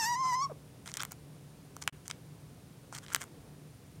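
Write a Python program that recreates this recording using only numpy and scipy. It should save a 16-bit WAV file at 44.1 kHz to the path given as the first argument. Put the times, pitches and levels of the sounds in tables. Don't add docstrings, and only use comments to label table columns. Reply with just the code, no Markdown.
import sys
import numpy as np
from scipy import signal
from scipy.fft import rfft, irfft
from scipy.io import wavfile
from scipy.ndimage import uniform_filter1d

SR = 44100
rng = np.random.default_rng(int(sys.argv[2]) if len(sys.argv) > 2 else 0)


def unload_audio(sound):
    columns = np.transpose(np.atleast_2d(sound))
    steps = np.round(np.clip(columns, -1, 1) * 32767)
    wavfile.write(sys.argv[1], SR, steps.astype(np.int16))


N = 176400
T = np.arange(N) / SR
RING_S, STROKE_FADE_S = .012, .0022

# (frequency [Hz], relative level [dB], t60 [s])
BODY_MODES = [(926, -7, 0.0015), (1333, 2, 0.0061), (2043, 1, 0.0023), (2210, 1.5, 0.0056),
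              (3130, -6, 0.0064), (3960, -4.5, 0.0032)]
EDGE_MODES = [(4220, -1.5, 0.0011), (5910, -0.5, 0.0035), (6830, -2, 0.0022), (7500, -5.5, 0.0012),
              (9200, 3.5, 0.0013), (12300, -3.5, 0.0035), (14400, -3.5, 0.0026)]


def call():
    # (time [s], pitch [Hz], then relative levels:
    # fundamental [dB], overtones [dB], throat formant [dB], top hiss [dB])
    contour = [(0.0, 929, -37, -42, -33.5, -51), (0.042, 868, -38, -33.5, -38.5, -48.5),
               (0.078, 948, -35, -43, -36.5, -49), (0.122, 974, -31.5, -45, -43, -58),
               (0.15, 938, -35, -45.5, -42, -61), (0.164, 1014, -34.5, -50, -46, -70),
               (0.187, 1029, -35, -53, -46.5, -76), (0.21, 1057, -30.5, -53, -44, -82),
               (0.232, 1041, -31, -51.5, -44, -79), (0.255, 1039, -28.5, -48.5, -45, -68),
               (0.302, 1016, -32, -47, -46, -64), (0.318, 1002, -31.5, -49, -42, -63),
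               (0.328, 967, -31, -47.5, -46, -59), (0.347, 993, -32.5, -44.5, -45, -60),
               (0.357, 1036, -31.5, -46, -45, -73), (0.38, 1021, -32, -59, -42.5, -78),
               (0.408, 1065, -32, -51.5, -41.5, -80), (0.431, 1145, -31.5, -51.5, -39.5, -70),
               (0.45, 1100, -34, -48, -43, -76), (0.457, 1135, -33.5, -66, -51, -82),
               (0.476, 1030, -42, -65, -80, -88)]
    # (time [s], roughness [0-1])
    roughness = [(0, .45), (.045, .5), (.1, .35), (.15, .45), (.17, .16), (.225, .2), (.25, .45),
                 (.315, .4), (.333, .75), (.358, .2)]
    # (time [s], depth [0-1])
    flutter_depth = [(.228, 0), (.24, .85), (.29, .8), (.315, .2), (.333, .8), (.35, 0)]
    # (frequency [Hz], relative level [dB])
    overtone_shape = [(1900, 3.5), (2650, -9.5), (3100, -17.5), (3900, -18), (4700, -19), (6200, -20),
                      (7300, -11), (8400, -17.5), (9500, -22), (11000, -35)]
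    throat_shape = [(3000, -18.5), (4100, -17.5), (4700, 1), (5400, 4.5), (6300, 3), (7200, -27),
                    (8500, -56), (10500, -34), (15000, -47)]
    hiss_shape = [(8000, 1), (10500, -16), (12300, 4), (13800, -8), (15500, -19)]
    breath_shape = [(900, 3.5), (3500, -13), (6500, 6.5), (8800, -.5), (10500, -24)]
    flutter_hz, flutter_turns, throb_depth = 292, .018, .7

    t = T[T < .5]
    hz, fundamental_db, overtone_db, formant_db, hiss_db = curves(contour, t)
    rasp, depth = curves(roughness, t)[0], curves(flutter_depth, t)[0]
    flutter_rate = flutter_hz * (1 + .048 * wander(t, rate_hz=49))
    flutter = depth * np.sin(2 * np.pi * np.cumsum(flutter_rate) / SR)
    jitter = .0089 * (.49 + 2 * rasp) * wander(t, rate_hz=590)
    quaver = .005 * wander(t, rate_hz=34)
    turns = np.cumsum(hz * (1 + jitter + quaver)) / SR + flutter_turns * flutter

    k = np.arange(2, 14)[:, None]
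    waver = amp(2.5 * (1.5 - 2 / k) * np.array([wander(t, rate_hz=33) for _ in k]))
    partials = np.sqrt(2) * waver * np.cos(2 * np.pi * (k * turns + rng.random(k.shape)))
    overtones = (partials * read(overtone_shape, k * hz)).sum(0)
    throat_gain = read(throat_shape, k * hz)
    formant = (partials * throat_gain).sum(0) / np.sqrt((throat_gain ** 2).sum(0))
    puffs = rng.standard_normal((3, len(t))) * (1 + .69 * np.cos(2 * np.pi * turns))
    throat = np.sqrt(1 - rasp ** 2) * formant + rasp * colour(puffs[1], throat_shape)

    voice = amp(fundamental_db) * np.sqrt(2) * np.sin(2 * np.pi * turns)
    voice += amp(overtone_db) * (overtones + rasp * colour(puffs[0], breath_shape))
    voice += amp(formant_db - 3) * (1 + throb_depth * flutter) * throat
    voice += amp(hiss_db) * colour(puffs[2], hiss_shape)
    return voice * np.clip((contour[-1][0] - t) / .012, 0, 1)


def cluck():
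    # (time [s], pitch [Hz], level [dB])
    contour = [(0.489, 676, -83), (.499, 656, -46), (0.513, 593, -45), (0.52, 469, -40), (0.534, 364, -88)]
    t = np.arange(contour[0][0], contour[-1][0], 1 / SR)
    hz, db = curves(contour, t)
    phase = 2 * np.pi * np.cumsum(hz) / SR
    note = np.sqrt(2) * (np.sin(phase) + amp(-15) * np.sin(2 * phase))
    puff = colour(rng.standard_normal(N), [(400, -2), (1100, 13), (1600, -2), (3000, -16)])[:len(t)]
    return t[0], amp(db) * (note + amp(-9.5) * puff)


def snaps():
    # (time [s], body [dB], body tilt [dB/octave], edge [dB], edge tilt [dB/octave])
    jumps = [(0.877, -42, 32, -47, -9), (0.9167, -51, -1, -42.5, -17), (0.94, -38, 14, -35, -5),
             (0.9707, -36, 8, -32.5, -2), (0.9735, -45, 6, -40, -4), (0.9975, -42, 6, -48, -30),
             (1.005, -38, 10, -44, 4), (1.0167, -43, 7.5, -44, 0), (1.0234, -52, 6, -37, -5),
             (1.0335, -33, 1, -38, 9), (1.051, -40.5, 1, -39, 7), (1.1198, -44, -27, -39, 6),
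             (1.766, -41, -26, -44, 1), (1.8208, -47.5, -11, -48, -7), (1.824, -39, 11, -37.5, -19),
             (1.8381, -52, -3, -47, -7), (1.8766, -25.5, -2.5, -31, 0), (2.08, -47, 2, -36.5, 0),
             (2.1013, -42.5, -18, -56, 0), (2.1116, -32, 9.5, -35, -19), (2.9261, -39, -29, -50, -25),
             (2.95, -43, 17, -42, 0), (2.9852, -59, 15, -41.5, -31), (3.064, -46.5, 9, -52.5, -32),
             (3.083, -47, 5, -54, -8), (3.1028, -47, 1, -55, -14), (3.129, -50, -2, -43, -6),
             (3.1346, -43, -8, -39, 5), (3.1474, -23.5, 1, -23.5, 0.5), (3.1576, -48, 5, -36.5, -30),
             (3.162, -34, 2, -37, 29), (3.211, -45, -6, -48, 10), (3.2164, -38.5, -3, -38.5, -8),
             (3.2221, -40, -1, -44, -3), (3.2394, -46, -9, -46.5, 5)]
    snap_s, chatter_s, rebound_s = .0025, .0008, (.0005, .0013)
    out, t = np.zeros(N), np.arange(0, snap_s, 1 / SR)
    for start, body_db, body_tilt, edge_db, edge_tilt in jumps:
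        chatter = rng.standard_normal(len(t)) * np.exp(-t / chatter_s)
        force = (t == 0) + amp(-19) * chatter / np.linalg.norm(chatter)
        force[np.searchsorted(t, rng.uniform(*rebound_s))] += amp(-12)
        beak = amp(body_db) * ring(BODY_MODES, body_tilt) + amp(edge_db) * ring(EDGE_MODES, edge_tilt)
        add(out, start, np.convolve(force, beak))
    return out * amp(-.5) * np.sqrt(snap_s * SR)


def lingering_rings():
    # (time [s], frequency [Hz], level [dB])
    modes = [(1.8767, 2930, -19.5), (1.8769, 1800, -29), (3.14781, 2060, -23.5), (3.1478, 6500, -19),
             (3.1478, 15000, -29)]
    out, t = np.zeros(N), np.arange(0, RING_S, 1 / SR)
    for start, hz, db in modes:
        add(out, start, amp(db) * decay(t, t60=.008) * np.sin(2 * np.pi * hz * t))
    return signal.lfilter(*signal.butter(2, BODY_MODES[0][0], "high", fs=SR), out)


def scrapes():
    # (time [s], length [s], body [dB], edge [dB])
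    strokes = [(0.856, 0.014, -49, -49.5), (0.872, 0.0074, -47.5, -46), (0.882, 0.017, -48.5, -52.5),
               (0.903, 0.0089, -57, -53), (0.943, 0.015, -49.5, -51), (0.968, 0.023, -49, -62),
               (1.009, 0.0153, -41.5, -48), (1.107, 0.023, -55.5, -55), (1.813, 0.016, -50.5, -48.5),
               (1.874, 0.015, -45.5, -56), (2.052, 0.0164, -57.5, -58.5), (2.097, 0.0061, -41, -43),
               (2.924, 0.016, -51, -52.5), (2.94, 0.029, -46, -48), (2.976, 0.0118, -47, -45),
               (3.022, 0.028, -55, -59.5), (3.085, 0.058, -53.5, -61), (3.121, 0.014, -52, -50),
               (3.157, 0.006, -50, -45), (3.2, 0.033, -48, -50)]
    out = np.zeros(N)
    for start, length, body_db, edge_db in strokes:
        force = stroke(length)
        body = amp(body_db) * ring(BODY_MODES, tilt_db=.5)
        edge = amp(edge_db) * ring(EDGE_MODES, tilt_db=-3)
        add(out, start, np.convolve(force, body + edge))
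    return out * amp(-2)


def creaks():
    # (time [s], length [s], nominal resonance [Hz], hollow level [dB], upper levels [dB])
    strokes = [(0.996, 0.0036, 1240, -46, -43), (1.003, 0.005, 1410, -37, -41.5),
               (3.117, 0.019, 1440, -48, -62), (3.163, 0.0016, 1680, -37, -52)]
    rise, bandwidth = .11, .32
    out = np.zeros(N)
    for start, length, hz, hollow_db, upper_db in strokes:
        force = np.pad(stroke(length), (0, round(RING_S * SR)))
        glide = 1 + rise * (np.minimum(T[:len(force)] / length, 1) - .5)
        for ratio, db in [(.98, hollow_db), (2.45, upper_db), (3.6, upper_db)]:
            centre, width = ratio * hz * glide, ratio * hz * bandwidth
            creak = resonate(resonate(force, centre, width), centre, width)
            add(out, start - STROKE_FADE_S, amp(db) * np.sqrt(length * SR) * creak / np.linalg.norm(creak))
    return out


def stroke(length):
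    slips_per_s, draws = 2200, 8192
    t = np.arange(0, length + STROKE_FADE_S, 1 / SR)
    slipping = rng.random(draws)[:len(t)] < slips_per_s / SR
    slip_db = 4 * np.minimum(rng.exponential(1, draws)[:len(t)], 3)
    rub = rng.standard_normal(draws)[:len(t)]
    fade = np.clip(np.minimum(t, t[-1] - t) / STROKE_FADE_S, 0, 1)
    return unit(slipping * amp(slip_db) * np.sign(rub) + amp(-30) * rub) * fade


def ring(modes, tilt_db):
    detune, scatter_db, stagger_s = .028, 1.2, .0003
    hz, db, t60 = np.transpose(modes)[:, :, None]
    shift, strength = rng.standard_normal((2, len(modes), 1))
    lag = stagger_s * np.linspace(1, 0, len(modes))[:, None]
    t = np.maximum(np.arange(0, RING_S, 1 / SR) - lag, 0)
    polarity = (-1) ** np.arange(len(modes))[:, None]
    gain = polarity * amp(db + scatter_db * strength + tilt_db * np.log2(hz))
    ringing = (gain * decay(t, t60) * np.sin(2 * np.pi * hz * (1 + detune * shift) * t)).sum(0)
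    ringing = signal.lfilter(*signal.butter(2, .5 * modes[0][0], "high", fs=SR), ringing)
    return ringing / np.linalg.norm(ringing)


def near_reflections(clicks):
    # (delay [s], gain [dB])
    echoes = [(.00115, -21), (.0019, -33)]
    out = clicks.copy()
    for delay, db in echoes:
        add(out, delay, amp(db) * clicks)
    return out


def room(direct):
    t, dull_hz = T[:SR // 2], 4730
    tail = rng.standard_normal(len(t)) * decay(t, t60=.25) * np.minimum(t / .0016, 1)
    tail = signal.lfilter(*signal.butter(1, dull_hz, fs=SR), tail)
    return direct + amp(-23) * signal.fftconvolve(direct, tail / np.linalg.norm(tail))[:N]


def room_tone():
    # (frequency [Hz], relative level [dB])
    rumble_shape = [(20, -51), (40, -21), (64, -6.5), (91, -4.5), (147, 3), (243, -11.5), (274, -10),
                    (348, -14), (497, -15.5), (700, -27), (910, -78)]
    hiss_shape = [(410, -12.5), (700, -0.5), (1160, -5), (1700, -7), (5710, -10.5), (8450, -12),
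                  (9260, -11.5), (10100, -11.5), (15800, -18)]
    whine_shape = [(8750, -25), (9130, 1), (9400, -22), (9850, -31)]
    rustle_shape = [(35, -3), (80, 8.5), (450, 1), (2000, -22)]
    # (frequency [Hz], level [dB])
    hum_tones = [(120, -69), (148, -60), (277, -68)]
    # (time [s], level [dB])
    rustle_swell = [(3.2, -61), (3.27, -59), (3.46, -55.5), (3.8, -71)]
    rumble = amp(-55) * colour(rng.standard_normal(N), rumble_shape)
    hiss = amp(-64) * colour(rng.standard_normal(N), hiss_shape)
    whine = amp(-77.5) * colour(rng.standard_normal(N), whine_shape)
    hum = sum(amp(db) * np.sqrt(2) * np.sin(2 * np.pi * hz * T + .39 * wander(T, rate_hz=1.6))
              for hz, db in hum_tones)
    rustle = amp(curves(rustle_swell, T)[0]) * colour(rng.standard_normal(N), rustle_shape)
    return rumble + hiss + whine + hum + rustle


def amp(db):
    return 10 ** (np.asarray(db) / 20)


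def unit(x):
    return x / np.sqrt(np.mean(x ** 2) + 1e-20)


def decay(t, t60):
    return np.exp(-np.log(1000) * t / t60)


def read(spectrum, hz):
    f, db = np.transpose(spectrum)
    octaves = np.log2(hz + 1)
    beyond = np.maximum(np.log2(f[0] + 1) - octaves, 0) + np.maximum(octaves - np.log2(f[-1]), 0)
    return amp(np.interp(octaves, np.log2(f + 1), db) - 60 * beyond)


def curves(table, t):
    times, *columns = np.transpose(table)
    return [np.interp(t, times, column) for column in columns]


def colour(x, spectrum):
    return unit(irfft(rfft(x) * read(spectrum, np.fft.rfftfreq(len(x), 1 / SR)), len(x)))


def wander(t, rate_hz):
    f = np.fft.rfftfreq(len(t), 1 / SR)
    return unit(irfft(rfft(rng.standard_normal(len(t))) / (1 + (f / rate_hz) ** 4), len(t)))


def resonate(x, hz, width_hz):
    turn = np.exp(2j * np.pi * np.cumsum(hz) / SR)
    pole = np.exp(-np.pi * width_hz / SR)
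    return (turn * signal.lfilter([1 - pole], [1, -pole], x / turn)).real


def add(mix, start_s, sound):
    part = mix[max(round(start_s * SR), 0):][:len(sound)]
    part += sound[:len(part)]


def scene():
    bird = near_reflections(snaps() + lingering_rings() + scrapes() + creaks())
    add(bird, 0, call())
    add(bird, *cluck())
    return (room(bird) + room_tone())[None]


def record(dry):
    drop_s, return_s, floor_db, cutoff_hz = 1.897, 1.926, -38, 16150
    live = uniform_filter1d(1. * ((T < drop_s) | (T > return_s)), size=160)
    lowpass = signal.firwin(401, cutoff_hz, window=("kaiser", 9), fs=SR)
    return signal.oaconvolve(dry * np.maximum(live, amp(floor_db)), lowpass[None], "same")


dry = scene()
out = record(dry)
unload_audio(out)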